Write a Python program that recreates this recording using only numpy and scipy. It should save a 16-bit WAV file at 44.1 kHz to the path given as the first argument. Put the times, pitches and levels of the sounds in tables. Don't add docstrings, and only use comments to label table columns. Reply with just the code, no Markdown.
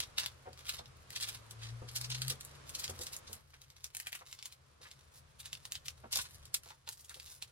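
import sys
import numpy as np
from scipy import signal
from scipy.fft import rfft, irfft
from scipy.io import wavfile
from scipy.ndimage import uniform_filter1d

SR = 44100
rng = np.random.default_rng(int(sys.argv[2]) if len(sys.argv) > 2 else 0)


def materialize(psi):
    bounded = np.clip(np.atleast_2d(psi).T, -1, 1)
    quanta = np.round(bounded * 32767).astype(np.int16)
    wavfile.write(sys.argv[1], SR, quanta)


N = 331191
TIME = np.arange(N) / SR


def amp(db):
    return 10 ** (np.asarray(db) / 20)


def unit(x):
    return x / np.sqrt(np.sum(x ** 2, -1, keepdims=True) + 1e-30)


def read(points, hz):
    f, value = np.transpose(points)
    return np.interp(np.log(hz + 1e-6), np.log(f), value)


def curve(rows, column):
    rows = np.asarray(rows)
    return np.interp(TIME, rows[:, 0], rows[:, column])


def add(mix, s, sound):
    start = round(s * SR)
    sound = sound[..., max(-start, 0):]
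    part = mix[..., max(start, 0):][..., :sound.shape[-1]]
    part += sound[..., :part.shape[-1]]


def coloured(x, spectrum):
    gain = amp(read(spectrum, np.fft.rfftfreq(N, 1 / SR)))
    return unit(irfft(rfft(x) * gain, N)) * np.sqrt(N)


def causal(gain):
    both_sides = np.r_[gain, gain[-2:0:-1]]
    log_gain = np.log(np.maximum(both_sides, 1e-6))
    return unit(np.fft.ifft(np.exp(np.conj(signal.hilbert(log_gain)))).real)


def at_microphones(x, lead=3):
    left = np.r_[np.zeros(max(round(lead), 0)), x][:len(x)]
    return np.array([left, x])


# t/s, crack level/dB, crumple level/dB (both energies), treble over body/dB
BUCKLES = [(.0031, -7.5, -12, -5), (0.0301, -28, -16, -20), (0.1809, -10, -12, -8.5),
           (0.1844, -6, -12, -10), (0.1983, -18, -9.5, -5), (.2612, -9.5, -21, -7.5), (.531, -31, -36, -5),
           (.667, -27, -21.5, -6), (0.693, -16, -7.5, -5.5), (0.7873, -31, -19, -13),
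           (0.858, -29, -38, -28), (1.1046, -21.5, -28, 0), (1.1622, -19, -9.5, -9),
           (1.2093, -34, -13, -1.5), (1.2272, -27, -8.5, -4), (1.243, -20, -18, -18),
           (1.2725, -32, -21, -5), (1.2887, -34, -12, -1.5), (1.51, -23, -25.5, 1), (1.6327, -32, -20, -19),
           (1.6897, -33, -30, -27), (1.888, -30, -20.5, -11), (1.9622, -11.5, -7.5, -2),
           (2.0126, -14.5, -17, -4), (2.045, -24, -14, -13), (2.1024, -16, -15.5, -8),
           (2.1178, -26, -10.5, -21), (2.148, -24, -11.5, -15), (2.2189, -11, -13.5, -8),
           (2.2812, -11, -19, 4), (2.3011, -19, -6, -2), (2.4092, -21, -24, 0.5), (2.4495, -22.5, -28, 21),
           (2.6936, -22, -21.5, 5), (2.7509, -16.5, -12.5, -6), (2.795, -28, -12.5, 0),
           (2.842, -15, -10.5, -6), (2.879, -18, -35, -15), (2.897, -35, -16, 2), (2.9913, -23, -26, 1),
           (3.0158, -29, -13.5, 0), (3.0344, -26, -19, 4), (3.068, -17.5, -22, -4), (3.1315, -32, -15.5, 2),
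           (3.1656, -16.5, -37, 21), (3.2776, -33, -23.5, -27), (3.3306, -17.5, -21.5, 4.5),
           (3.541, -34, -40, -10), (3.6173, -29.5, -36, -2), (3.702, -31, -42, -7), (3.766, -33, -47, -15),
           (3.843, -14.5, -24, -2), (3.9494, -16.5, -25, 8.5), (3.9685, -14.5, -27, 9),
           (4.0003, -16.5, -20.5, 5), (4.0702, -16, -15.5, -1.5), (4.1219, -24.5, -30, 2),
           (4.1291, -15.5, -24, -4.5), (4.1516, -19.5, -18, -1), (4.3135, -31, -32, 0),
           (4.3277, -19.5, -45, -2), (4.39, -26, -29, -12), (4.4266, -20.5, -40, -2),
           (4.4568, -18.5, -20.5, 3), (4.5248, -29, -28.5, -2), (4.914, -27.5, -28.5, -3.5),
           (5.402, -36, -20.5, 2), (5.4575, -22, -21, -1), (5.53, -14.5, -21, -0.5),
           (5.552, -23.5, -33, -18), (5.6532, -19.5, -25, -3), (5.7209, -12, -21, 2),
           (5.754, -16, -17.5, -5.5), (5.859, -31, -20.5, -1), (5.883, -12.5, -21.5, -3.5),
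           (6.122, -20, -28, 2), (6.128, -10, -10, 0), (6.1355, -11.5, -12, -16), (6.1578, -6.5, -7.5, -3),
           (6.1719, -8.5, -11, -2), (6.216, -24, -14.5, 5), (6.4545, -28, -31.5, -3),
           (6.5425, -5.5, -24, 3.5), (6.546, -6, -18, -5.5), (6.7053, -29.5, -29, -8),
           (6.8758, -23, -26, -7), (6.8897, -14, -26, 3), (6.925, -28, -27, 9), (7.0082, -47, -30, 19),
           (7.047, -35, -28.5, 7), (7.095, -23, -28, 0), (7.1438, -23.5, -27.5, -2),
           (7.1994, -22.5, -32, -6), (7.272, -36, -28.5, -15), (7.424, -16.5, -19, -3.5)]
GRIPS = [(0, 3690, 3.42), (1.4, 4240, 4.3), (2.6, 4660, 3.45), (3.93, 2350, 2.62), (4.25, 3750, 1.6),
         (6, 4700, 3.52), (6.65, 3950, 1.65)]
# frequency as a multiple of the centre, level/dB
CRACK_BODY = [(.04, -45.5), (.14, -20), (.5, -8.5), (.75, -2.5), (1.05, 1), (1.4, -4), (2.2, -15.5),
              (4, -40.5)]
# f/Hz, level/dB per Hz
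CRACK_TREBLE = [(1000, -30), (4500, -7.5), (7500, 2), (11000, -1.5), (13500, -6), (16000, -14)]


def snaps(ripple_db=3.0, crumple_s=0.008, strain_s=0.0057, strain=0.66, spread_db=4,
          share=.13, smear_s=0.000504):
    out, hz = np.zeros((2, N)), np.fft.rfftfreq(1024, 1 / SR)
    t = np.arange(-1024, 2048) / SR
    straining = strain * np.exp(-abs(t) / strain_s)
    shower = np.where(t > .001, np.exp(-abs(t) / crumple_s), straining)
    for s, crack_db, crumple_db, treble_db in BUCKLES:
        _, centre_hz, lead = GRIPS[sum(s >= grip[0] for grip in GRIPS[1:])]
        body = unit(amp(read(CRACK_BODY, hz / centre_hz)))
        treble = amp(treble_db) * unit(amp(read(CRACK_TREBLE, hz)))
        gain = np.hypot(body, treble)
        wander = uniform_filter1d(rng.standard_normal((7, len(hz))), size=14)
        slowness, *ripples = unit(wander) * np.sqrt(len(hz))
        crack, *facets = [causal(gain * amp(ripple_db * ripple)) for ripple in ripples]
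        facets = np.array([at_microphones(facet, lead + rng.standard_normal()) for facet in facets])
        shape = (len(facets), 1, len(t))
        happens = rng.random(shape) < share / len(facets)
        sizes = rng.choice([-1, 1], shape) * amp(spread_db * rng.standard_normal(shape))
        creases = shower * happens * sizes
        crumple = unit(signal.fftconvolve(creases, facets, axes=2).sum(0))
        crack = dispersed(crack, smear_s * abs(slowness))
        add(out, s, amp(crack_db) * at_microphones(crack, lead))
        add(out, s + t[0], amp(crumple_db) * crumple)
    return out


def dispersed(click, delay_s):
    phase = 2 * np.pi * np.cumsum(delay_s) * SR / len(click)
    return irfft(rfft(click) * np.exp(-1j * phase))


# f/Hz, level/dB per Hz
RUSTLE_COLOUR = [(150, -14.5), (500, -9.5), (1200, 1), (2200, 0.5), (4000, 4), (6000, -1.5), (9000, -9),
                 (16000, -32)]
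# f/Hz, level/dB per Hz
HISS_COLOUR = [(2000, -31), (5000, -1), (7500, -0.5), (11000, 5), (13500, -3), (16000, -10)]


def sliding(grains_per_s=2500, spread_db=3.5, judder_db=5.5, crinkles_per_s=70, crinkle_share=0.62,
            crinkle_spread_db=3, rustle_db=-2.5, hiss_db=-4):
    signs = rng.choice([-1, 1], N)
    sizes = amp(spread_db * np.minimum(rng.exponential(1, N), 5))
    judder = unit(uniform_filter1d(rng.standard_normal(N), size=600)) * np.sqrt(N)
    catches = rng.random(N) < grains_per_s / SR
    fibres = unit(sizes * catches * amp(judder_db * judder))
    ticks = rng.random(N) < crinkles_per_s / SR
    crinkles = unit(ticks * amp(crinkle_spread_db * rng.standard_normal(N)))
    grains = signs * (fibres + crinkle_share * crinkles)
    rustling, hissing = pushes()
    rustle = coloured(grains, RUSTLE_COLOUR) * rustling * amp(rustle_db)
    hiss = coloured(grains, HISS_COLOUR) * hissing * amp(hiss_db)
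    return from_the_hands(rustle + hiss)


# start t/s, length t/s, rustle level/dB, fine hiss level/dB (before the gains in sliding)
STROKES = [(0, 0.052, -56, -59), (0.167, 0.088, -43, -62), (0.561, 0.15, -54.5, -62.5),
           (0.658, 0.11, -52, -57), (1.108, 0.25, -53, -58.5), (1.585, 0.086, -51, -74),
           (1.871, 0.19, -60, -59), (2.114, .21, -51, -58.5), (2.423, 0.13, -57.5, -65.5),
           (2.648, 0.25, -58, -62), (2.933, 0.23, -58.5, -59.5), (3.276, 0.086, -62.5, -59.5),
           (3.5, 0.72, -69.5, -78), (3.938, 0.26, -62.5, -71), (4.246, 0.087, -59.5, -60),
           (4.375, 0.15, -66, -76), (4.8, 0.075, -58.5, -64.5), (4.898, 0.11, -70.5, -74),
           (5.108, .07, -66, -58), (5.383, 0.08, -55, -66), (5.52, 0.12, -66, -65), (5.702, .2, -77, -77),
           (6.102, 0.15, -49, -59), (6.262, .11, -62.5, -60.5), (6.37, 0.075, -67, -77),
           (6.613, 0.1, -60.5, -60), (6.883, 0.11, -64, -55), (7.096, 0.24, -63, -59.5),
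           (7.235, 0.12, -66, -54.5)]
# rustle level/dB, fine hiss level/dB (before the same gains)
RESTING_DB = (-77.5, -76)


def pushes(attack_s=0.01, release_s=0.022):
    power = np.ones((2, N)) * amp(RESTING_DB)[:, None] ** 2
    for start, length, *levels_db in STROKES:
        t = np.arange(0, length + 6 * release_s, 1 / SR)
        build_up = 1 - np.exp(-(t / attack_s) ** 2)
        push = build_up * np.exp(-np.maximum(t - length, 0) / release_s)
        add(power, start, (amp(levels_db)[:, None] * push) ** 2)
    return np.sqrt(power)


def from_the_hands(x):
    grip = np.searchsorted([start for start, _, _ in GRIPS[1:]], TIME)
    return sum(at_microphones(x * (grip == k), lead) for k, (_, _, lead) in enumerate(GRIPS))


# t/s, level/dB (before the gains of the three parts),
# low thump relative to it, level/dB, centre of the scuff f/Hz
KNOCKS = [(.453, -40, -18, 710), (0.469, -35, -13, 520), (0.791, -38.5, -4, 695), (1.816, -38.5, 0.5, 570),
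          (2.303, -40.5, -1, 498), (2.888, -34.5, -4, 603), (2.911, -49, 4, 443), (2.993, -39.5, -1, 510),
          (3.295, -44.5, 1.5, 560), (3.532, -46.5, -24, 1500), (4.208, -40, -26, 910),
          (4.801, -52.5, -7, 555), (4.849, -42, -20, 1500), (6.035, -37, -25, 686), (6.04, -46.5, -12, 400),
          (6.155, -37.5, -17, 700), (6.657, -46.5, -12, 710), (6.701, -41, -15, 1020),
          (6.869, -39.5, -16, 970), (7.092, -41.5, -27, 1430), (7.155, -49.5, -8, 624)]
# f/Hz, typical level/dB, time to fall by 60 dB t/s
TABLE_MODES = [(225, 9, 0.13), (280, 0.5, 0.16), (380.5, -4.5, 0.1), (447, -12, 0.23), (503, -3.5, 0.062),
               (550, 10.5, 0.023), (746, -14, 0.18), (946, 3, 0.044)]


def knocks(settle_s=0.0052, contact_s=0.014, touches_per_s=1400, place_db=2, octave_db=9.5,
           scuff_db=16, ring_db=2, thump_db=17, thump_hz=88, thump_s=0.027):
    out, t, f = np.zeros(N), np.arange(8192) / SR, np.fft.rfftfreq(1024, 1 / SR)
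    hz, mode_db, t60 = np.transpose(TABLE_MODES)[:, :, None]
    thump = unit(np.sin(2 * np.pi * thump_hz * t) * np.exp(-t / thump_s))
    contact = (1 - np.exp(-t / settle_s)) * np.exp(-t / contact_s)
    for s, level_db, low_db, scuff_hz in KNOCKS:
        octaves_away = abs(np.log2((f + 1) / scuff_hz))
        pad = causal(amp(-octave_db * octaves_away ** 1.29))
        happens = rng.random(len(t)) < touches_per_s / SR
        touches = rng.standard_normal(len(t)) * happens * contact
        scuff = unit(signal.fftconvolve(touches, pad)[:len(t)])
        decay = amp(mode_db + place_db * rng.standard_normal(hz.shape) - 60 * t / t60)
        modes = decay * np.sin(2 * np.pi * hz * t)
        ring = signal.fftconvolve(scuff, unit(modes.sum(0)))[:len(t)]
        knock = amp(scuff_db) * scuff + amp(ring_db) * ring + amp(thump_db + low_db) * thump
        add(out, s, amp(level_db) * knock)
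    return at_microphones(out)


# typical delay t/s, gain (before levelling the sum)
BOUNCES = [(.0011, 0.2), (.0027, 0.089), (.0042, 0.18)]


def bounced(x):
    out = x.copy()
    for delay_s, gain in BOUNCES:
        for channel in range(2):
            stretch = np.interp(TIME, np.linspace(0, TIME[-1], 30), rng.uniform(.8, 1.2, 30))
            delay = np.round(delay_s * stretch * SR).astype(int)
            out[channel] += gain * x[channel, np.maximum(np.arange(N) - delay, 0)]
    return out / np.sqrt(1 + sum(gain ** 2 for _, gain in BOUNCES))


# f/Hz, lag/radians
LEFT_LAG = [(250, 0), (600, 1.51), (1200, 1.34), (2200, 0.77), (5000, 0), (9000, 0)]


def widened(x):
    lag = read(LEFT_LAG, np.fft.rfftfreq(N, 1 / SR))
    left = irfft(rfft(x[0]) * np.exp(-1j * lag), N)
    return np.array([left, x[1]])


# f/Hz, time to fall by 60 dB t/s
ROOM_DECAY = [(150, 0.032), (600, 0.093), (1500, 0.087), (4000, 0.086), (9000, 0.093), (16000, 0.095)]


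def room(x, onset_s=0.00065):
    out = np.zeros((2, N))
    for k in range(3):
        taps = rng.standard_normal((2, 16384)) * (rng.random((2, 16384)) < .2)
        hz, t, z = signal.stft(taps, SR, nperseg=256)
        decay = amp(-60 * t / read(ROOM_DECAY, hz)[:, None])
        tail = signal.istft(z * decay, SR, nperseg=256)[1]
        tail *= 1 - np.exp(-(TIME[:tail.shape[1]] / onset_s) ** 2)
        place = np.sqrt(2 / 3) * np.cos(2 * np.pi * (1.7 * TIME + k / 3))
        out += signal.fftconvolve(x * place, unit(tail), axes=1)[:, :N]
    return out


# t/s, street rumble level/dB, room air level/dB
BACKGROUND = [(0, -59, -67), (0.4, -64, -70.5), (1, -62.5, -70), (1.6, -66.5, -67), (2.5, -62, -66.5),
              (2.9, -60.5, -64), (3.37, -68, -68), (3.43, -66.5, -77.5), (4.2, -71, -80.5), (4.7, -72, -76),
              (5.4, -65.5, -74.5), (6.5, -62, -73), (6.8, -71, -79.5), (7.5, -67.5, -77)]
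# f/Hz, level/dB per Hz
RUMBLE_COLOUR = [(15, -27), (38, -4.5), (50, -12.5), (75, 6), (100, -6.5), (132, 3), (160, -12), (210, -27),
                 (400, -85)]
# t/s, firing rate f/Hz, level/dB (before wavering and left-right balance)
ENGINE = [(1.2, 107.5, -61), (1.45, 111.4, -62), (1.64, 113.2, -47.5), (1.76, 116.6, -47),
          (1.9, 119.3, -53.5), (2.05, 123.1, -48), (2.29, 131, -42.5), (2.42, 133.9, -64),
          (2.57, 141, -60.5), (2.7, 133, -86)]
# multiple of the firing rate, level/dB
ENGINE_ORDERS = [(.5, -15.5), (1, -0.5), (2, -34)]


def street(rumble_db=1.5, apart=0.22, waver_db=1, left_db=1.0, engine_left_db=2.0):
    noise = coloured(rng.standard_normal((2, N)), RUMBLE_COLOUR)
    common, side = noise * amp(curve(BACKGROUND, 1) + rumble_db)
    rumble = np.array([common + apart * side, common - apart * side]) * amp([[left_db], [-left_db]])
    turns = np.cumsum(curve(ENGINE, 1)) / SR
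    tones = [amp(db) * np.sin(2 * np.pi * multiple * turns) for multiple, db in ENGINE_ORDERS]
    engine = np.sqrt(2) * sum(tones)
    waver = coloured(rng.standard_normal(N), [(12, -11.0), (40, -86)])
    passing = (TIME > ENGINE[0][0]) & (TIME < ENGINE[-1][0])
    fade = uniform_filter1d(passing * 1., size=2048)
    engine *= amp(curve(ENGINE, 2) + waver_db * waver) * fade
    return rumble + engine * amp([[engine_left_db], [-engine_left_db]])


# f/Hz, level/dB per Hz
AIR_COLOUR = [(20, -34), (200, 4.5), (300, 0), (520, 5), (750, -0.5), (1150, 3.5), (2000, -2.5), (5000, -7),
              (11000, -15), (13000, -34), (16000, -47)]


def air(level_db=4, apart=1.0):
    noise = coloured(rng.standard_normal((2, N)), AIR_COLOUR)
    common, side = noise * amp(curve(BACKGROUND, 2) + level_db)
    return np.array([common + apart * side, common - apart * side])


def scene(snap_room_db=-5, slide_room_db=-3, knock_room_db=-6):
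    paper, slide, table = snaps(), sliding(), knocks()
    into_room = amp(snap_room_db) * paper + amp(slide_room_db) * slide + amp(knock_room_db) * table
    echoes = room(into_room)
    direct = widened(bounced(paper + slide) + table)
    return direct + echoes + street() + air()


def record(dry, edge_hz=16200):
    low_pass = signal.firwin(255, edge_hz, window=("kaiser", 8), fs=SR)
    return signal.oaconvolve(dry, low_pass[None], "same")


dry = scene()
out = record(dry)
materialize(out)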